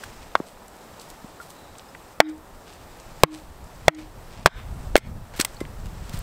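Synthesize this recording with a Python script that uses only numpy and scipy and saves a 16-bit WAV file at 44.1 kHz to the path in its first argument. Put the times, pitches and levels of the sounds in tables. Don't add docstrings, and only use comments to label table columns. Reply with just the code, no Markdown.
import sys
import numpy as np
from scipy import signal
from scipy.io import wavfile

SR = 44100
rng = np.random.default_rng(int(sys.argv[2]) if len(sys.argv) > 2 else 0)


def ratio(d):
    e = np.asarray(d, float) / 20
    return 10 ** e


def persist_wave(psi):
    counts = np.round(np.clip(psi, -1, 1) * 32767).astype(np.int16)
    wavfile.write(sys.argv[1], SR, np.atleast_2d(counts).T)


N = 274516

# t/s, contact/ms
SLAM_TIMES = [
    (.3527, .65),
    (2.2023, .4),
    (3.2348, .25),
    (3.8810, .65),
    (4.4596, .6),
    (4.9554, 1.3),
]
# strength level/dB, low push level/dB, splinter level/dB, splinter length factor
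SLAMS = [(1.52, -45, -24.5, 0.79), (20, -20, 10, 0.68), (24.2, 15.5, 6.5, 0.66), (27.1, 12, 14, 0.59),
         (26.7, 17, 10, 0.84), (22, -26, 4, 0.99)]
# f/Hz, width/Hz, level/dB
LOG_MODES = [
    [(674, 250, -2), (1055, 194, 4), (1500, 100, 6), (2200, 96, -2), (3500, 120, 0)],
    [(687, 152, 4.5), (1130, 114, 2), (1800, 150, -18.5), (2780, 490, -21), (3120, 130, -16)],
    [(482, 132, 3), (1067, 154, 3), (1520, 125, -5.5), (2400, 370, -10.5), (3750, 650, -8.5)],
    [(655, 197, 1), (1020, 150, -4), (1580, 300, -13.5), (1920, 368, -5.5), (2770, 300, -17)],
    [(738, 250, 1), (966, 180, 0), (1548, 186, 10.5), (2380, 240, 3), (3750, 360, -22)],
    [(612, 280, 13), (1140, 550, -2.5), (1650, 210, -12), (2520, 290, 2), (4060, 530, -29)],
]
HANDLE_HUMS = [-70, -9.5, -14.5, -13, -72, -70]
HANDLE_HZ, HANDLE_T60_S = 310.4, 0.3
# f/Hz, t60/s
SPLINTER_T60 = [(300, 0.032), (1000, 0.051), (3000, 0.021), (8000, 0.031), (15000, 0.0076)]
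# f/Hz, level/dB per Hz
SPLINTER_COLOUR = [(150, 8), (600, 4.5), (1800, 7), (4000, -6), (8000, -26.5), (15000, -66)]

# t/s, peak level/dB, centre f/Hz, t60/s
CRACKS = [(.3545, -31, 2780, 0.017), (2.2035, 14, 3280, .014), (2.547, -39, 4900, 0.05),
          (3.2348, 20.5, 3980, 0.013), (3.8827, 16, 1400, 0.022), (4.472, 18.5, 1170, 0.027),
          (4.96, 10, 5240, 0.012), (4.9647, 25.5, 3940, 0.02), (4.9765, 16.5, 6000, 0.011),
          (4.9812, 10, 4000, .014), (4.987, -10, 3020, 0.035), (5.3993, -2, 4060, 0.018),
          (5.4075, -11, 5000, .012), (5.4103, 0, 5000, 0.0049), (5.42, -19.5, 3500, 0.045),
          (5.426, -38, 4000, .013), (5.4485, 0, 10100, 0.009), (5.8571, -27, 3870, 0.033),
          (6.0945, -21, 5900, 0.0076)]
CRACK_OCTAVES, CRACK_RISE_MS = 3.8, 0.66
# t/s, peak level/dB, centre f/Hz, rise/ms
TEARS = [
    (0.034, -25, 3630, 3),
    (4.463, 27.5, 2630, 1.26),
    (5.335, -26.5, 1800, 8.9),
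    (5.355, -27.5, 5330, 15),
    (5.39, -16.5, 2230, 5.9),
    (5.3965, -10.5, 3000, 1.1),
    (5.449, -23, 5040, 3.7),
    (5.603, -19, 3140, 2.8),
    (6.124, -25, 4400, 13.6),
]
TEAR_OCTAVES, TEAR_T60_PER_RISE = 4.04, 12.8
# t/s, peak level/dB, centre f/Hz
TICKS = [(.3165, -35, 3500), (.6807, -30.5, 8900), (.7653, -42, 9000), (.9963, -27.5, 5840),
         (1.7525, -36, 3000), (1.7834, -28, 6800), (1.795, -28, 3900), (1.949, -26, 1690),
         (2.289, -31, 5600), (2.296, -34, 6900), (2.378, -44, 8000), (2.735, -33, 7900), (2.999, -32, 6000),
         (3.641, -36, 8000), (3.9477, -20, 5530), (4.742, -40, 8100), (4.832, -41, 8000),
         (5.019, -34, 1990), (5.4135, -6, 6500), (5.5455, -32, 6960), (5.6517, -27.5, 2400),
         (5.8, -41, 6000), (5.818, -43, 8000), (6.19, -33, 12000)]
TICK_OCTAVES, TICK_RISE_MS, TICK_T60_S = 0.95, 0.81, 0.016

# t/s, peak level/dB, f/Hz, t60/s
KNOCKS = [(0.036, -23.5, 1540, 0.017), (0.401, -16, 900, 0.0035), (0.4019, -8.5, 314, 0.0076),
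          (1.243, -26, 218, 0.033), (1.401, -30.5, 1403, 0.058), (1.888, -48, 5130, .06),
          (4.964, 22, 2210, 0.0098), (4.977, 12.5, 420, 0.009), (4.9778, 6, 2110, 0.018),
          (5.396, -8, 300, 0.012), (5.399, -16.5, 1770, 0.019), (5.411, -22, 1480, .025),
          (5.4488, -20, 2030, 0.024), (5.568, -38, 4380, 0.025), (5.606, -31.5, 2060, 0.063),
          (5.603, -41, 1070, 0.15), (5.4488, -17, 1000, 0.0078), (5.613, -10, 346, 0.01),
          (6.139, -12.5, 127, 0.018)]

# delay t/s, level/dB
ECHOES = [(.0036, -17), (.0081, -30)]
WOODS_DB, WOODS_T60_S, WOODS_LOW_HZ, WOODS_HIGH_HZ = -43.5, 0.24, 720, 6500

# t/s, peak level/dB, centre f/Hz, t60/s
SWISHES = [(0.199, -38, 3500, 0.11), (0.449, -41.5, 5760, .33), (.99, -36, 6500, 0.19),
           (1.079, -36.5, 7400, 0.036), (1.4, -38.5, 7000, 0.24), (1.48, -39.5, 7160, 0.097),
           (2.65, -40, 3850, 0.56), (3.3, -38, 4400, 0.66), (3.961, -36.5, 3500, 0.44), (4.3, -39, 3520, 1),
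           (4.561, -33.5, 1720, 0.39)]
SWISH_OCTAVES, SWISH_RISE_MS = 2.1, 27.4
# t/s, peak level/dB, centre f/Hz, t60/s
BLADE_RINGS = [(.03, -58, 5370, 2.5), (1.53, -47, 3910, 1.3), (2.23, -39, 3750, .24),
               (4.47, -33, 3600, 0.43)]
BLADE_OCTAVES, BLADE_RISE_MS = 0.1, 21

# t/s, rustle level/dB
STIR = [(0.0, -48.5), (0.52, -62), (0.99, -55.5), (1.6, -58.5), (2.11, -58.5), (2.3, -77), (2.56, -61),
        (3.26, -53.5), (3.43, -67.5), (3.9, -53), (4.02, -70), (4.28, -57), (4.43, -65.5), (4.87, -56),
        (5.08, -71), (5.49, -53.5), (5.68, -59), (6.22, -50)]
# f/Hz, level/dB per Hz
RUSTLE_COLOUR = [(700, 2.5), (1500, 7), (3000, 3), (5500, 1.5), (8600, -1), (9800, -15), (15500, -11)]
# t/s, level/dB
WIND_GUSTS = [(0.0, -46.5), (0.24, -44.5), (0.45, -55), (2.4, -53), (2.65, -49.5), (3.15, -45.5),
              (3.5, -48), (3.83, -42.5), (4.25, -44), (4.54, -37), (4.78, -35), (4.99, -23.5),
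              (5.08, -31.5), (5.44, -49), (5.65, -40), (5.82, -30.5), (6.06, -39.5), (6.22, -33)]
# f/Hz, level/dB per Hz
WIND_COLOUR = [(8.8, -30), (15, -3), (35, -4), (134, -11), (162, -16.5), (226, -20), (308, -41), (500, -56),
               (650, -61), (1100, -120)]
# f/Hz, level/dB per Hz
AIR_COLOUR = [(71, -47), (120, -7.5), (237, -1), (291, -3.5), (388, -2), (885, -1.5), (2380, -18.5),
              (5890, -23), (8360, -21), (10100, -30.5), (15200, -20.5), (16500, -33)]
AIR_DB, AIR_FOLLOWS = -48, 0.15

# f/Hz, width/Hz, level/dB
MIC_PEAK = (8200, 1840, -5)
OVERSHOOT = 1.14
LIMIT_DB, RECOVER_DB_PER_S, ATTACK_S = 0, 300, 0.0009
HISS_DB, CUTOFF_HZ = -73, 16200


def rms_one(x):
    return x / np.sqrt(np.mean(x ** 2) + 1e-20)


def in_time(rows):
    return np.interp(np.arange(N) / SR, *np.transpose(rows))


def at_hz(points, hz):
    table = np.array(points)
    return np.interp(np.log(hz), np.log(table[:, 0]), table[:, 1])


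def add(track, s, sound):
    start = round(s * SR)
    track[start:start + len(sound)] += sound[:N - start]


def band(x, low_hz, high_hz):
    edges = np.clip([low_hz, high_hz], 10, [0.4 * SR, 0.45 * SR])
    return signal.sosfilt(signal.butter(2, edges, "band", fs=SR, output="sos"), x)


def mode(hz, t60, size=8000):
    t = np.arange(size) / SR
    return np.sin(2 * np.pi * hz * t) * ratio(-60 * t / t60)


def log_ring(modes, contact_ms):
    rings = 0
    for k, (hz, width, db) in enumerate(modes):
        width = max(width, 160)
        swing = (-1) ** (k + 1)
        rings = rings + swing * ratio(db) * width / 200 * mode(hz, 2.6 / width)
    ms = np.arange(200) / SR * 1000
    contact = ms * np.exp(-4 * ms / contact_ms)
    rings = band(rings, 259, 21400)
    return np.convolve(rings, contact / contact.sum())


def splinters(length, rise_ms, size=4000):
    t = np.arange(size) / SR
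    edges = 100 * 2 ** np.arange(0, 7.6, 0.5)
    white = rng.standard_normal((2, size))
    tail = 0
    for k, (low, high) in enumerate(zip(edges, edges[1:])):
        t60 = length * at_hz(SPLINTER_T60, low)
        tail = tail + band(white[k % 2], low, high) * ratio(at_hz(SPLINTER_COLOUR, low) - 60 * t / t60)
    return 4.36 * tail * np.minimum(t * 1000 / rise_ms, 1) ** 2


def slams():
    out = np.zeros(N)
    for (s, contact_ms), slam, modes, hum_db in zip(SLAM_TIMES, SLAMS, LOG_MODES, HANDLE_HUMS):
        strength_db, push_db, tail_db, length = slam
        add(out, s, ratio(strength_db) * log_ring(modes, contact_ms))
        add(out, s, -ratio(push_db) * mode(156, 0.041))
        add(out, s, ratio(tail_db) * splinters(length, rise_ms=2 * contact_ms))
        add(out, s, -ratio(hum_db) * mode(HANDLE_HZ, HANDLE_T60_S, size=20000))
    return out


def bursts(events, size):
    out = np.zeros(N)
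    ms = np.arange(size) / SR * 1000
    for s, peak_db, hz, octaves, rise_ms, t60 in events:
        low, high = hz * 2 ** (-octaves / 2), hz * 2 ** (octaves / 2)
        crackle = rng.standard_normal(size) * ratio(9.5 * rng.standard_normal(size))
        crackle = signal.lfilter([1], [1, -np.exp(-2 * np.pi * 0.61 * hz / SR)], crackle)
        rise = np.minimum(ms / rise_ms, 1)
        shape = rise * ratio(-0.06 * np.maximum(ms - rise_ms, 0) / t60)
        click = band((ms == 0) + 1e-18, low, high)
        click *= -2.5 * np.exp(-rise_ms / 1.1) / np.abs(click).max()
        add(out, s, ratio(peak_db - 11.5) * (rms_one(band(crackle, low, high)) * shape + click))
    return out


def fibres():
    cracks = [(s, db, hz, CRACK_OCTAVES, CRACK_RISE_MS, t60) for s, db, hz, t60 in CRACKS]
    tears = [(s, db, hz, TEAR_OCTAVES, ms, TEAR_T60_PER_RISE * ms / 1000) for s, db, hz, ms in TEARS]
    ticks = [(s, db, hz, TICK_OCTAVES, TICK_RISE_MS, TICK_T60_S) for s, db, hz in TICKS]
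    return bursts(cracks + tears + ticks, size=6000)


def knocks():
    out = np.zeros(N)
    for s, peak_db, hz, t60 in KNOCKS:
        add(out, s, ratio(peak_db) * band(mode(hz, t60), hz / 2, hz * 2))
    return out


def rocks_and_woods(x, size=22050):
    out = x.copy()
    dull = band(x, 260, 4700)
    for delay_s, echo_db in ECHOES:
        add(out, delay_s, ratio(echo_db) * dull)
    t = np.arange(size) / SR
    scatter = rng.standard_normal(size) * np.minimum(t / 0.0084, 1) * ratio(-60 * t / WOODS_T60_S)
    scatter = band(scatter, WOODS_LOW_HZ, WOODS_HIGH_HZ)
    return out + ratio(WOODS_DB) * signal.fftconvolve(x, scatter / np.linalg.norm(scatter))[:N]


def swishes():
    cloth = [(s, db, hz, SWISH_OCTAVES, SWISH_RISE_MS, t60) for s, db, hz, t60 in SWISHES]
    steel = [(s, db, hz, BLADE_OCTAVES, BLADE_RISE_MS, t60) for s, db, hz, t60 in BLADE_RINGS]
    return bursts(cloth + steel, size=28000)


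def drift(rate):
    r = np.exp(-80 * np.pi * rate / SR)
    slow = signal.lfilter([1], [1, -2 * r, r * r], rng.standard_normal(N // 40 + 2002))[2000:]
    return np.interp(np.arange(N) / 40, np.arange(len(slow)), rms_one(slow))


def banded_noise(spectrum, patchy_db, flicker_per_s):
    edges = 15 * 2 ** np.arange(0, 10.6, 0.5)
    edges = edges[(edges > spectrum[0][0] / 1.5) & (edges < spectrum[-1][0] * 1.5)]
    together = drift(flicker_per_s / 2)
    white = rng.standard_normal((2, N))
    out = 0
    for k, (low, high) in enumerate(zip(edges, edges[1:])):
        flicker_db = patchy_db * (together + drift(flicker_per_s))
        level_db = at_hz(spectrum, np.sqrt(low * high)) + flicker_db
        out = out + ratio(level_db) * band(white[k % 2], low, high)
    return rms_one(out)


def rustle():
    return ratio(in_time(STIR) + 1) * banded_noise(RUSTLE_COLOUR, patchy_db=1.0, flicker_per_s=87.0)


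def wind():
    return ratio(in_time(WIND_GUSTS)) * banded_noise(WIND_COLOUR, patchy_db=2.4, flicker_per_s=20.0)


def far_air():
    stir_db = in_time(STIR)
    level_db = AIR_DB + AIR_FOLLOWS * (stir_db - stir_db.mean())
    return ratio(level_db) * banded_noise(AIR_COLOUR, patchy_db=0.57, flicker_per_s=11.7)


def scene():
    background = wind() + far_air() + rustle()
    work = slams() + fibres() + knocks()
    return (rocks_and_woods(work) + swishes() + background)[None]


def top_cut(x):
    return signal.sosfilt(signal.butter(12, 17000, fs=SR, output="sos"), x)


def record(dry):
    hz, width, peak_db = MIC_PEAK
    dry = dry + ratio(peak_db) * band(dry, hz - width / 2, hz + width / 2)
    over_db = OVERSHOOT * np.maximum(20 * np.log10(np.abs(dry) + 1e-9) - LIMIT_DB, 0)
    ramp_db = RECOVER_DB_PER_S * np.arange(N) / SR
    held_db = np.maximum.accumulate(over_db + ramp_db, axis=1) - ramp_db
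    lag = np.exp(-1 / (ATTACK_S * SR))
    cut_db = signal.lfilter([(1 - lag) ** 2], [1, -2 * lag, lag ** 2], held_db)
    ducked = dry * ratio(-cut_db)
    mix = np.clip(ducked, -1, 1) + ratio(HISS_DB) * rng.standard_normal(dry.shape)
    mix = signal.sosfilt(signal.cheby2(16, 55, CUTOFF_HZ, fs=SR, output="sos"), mix)
    return top_cut(mix)


dry = scene()
out = record(dry)
persist_wave(out)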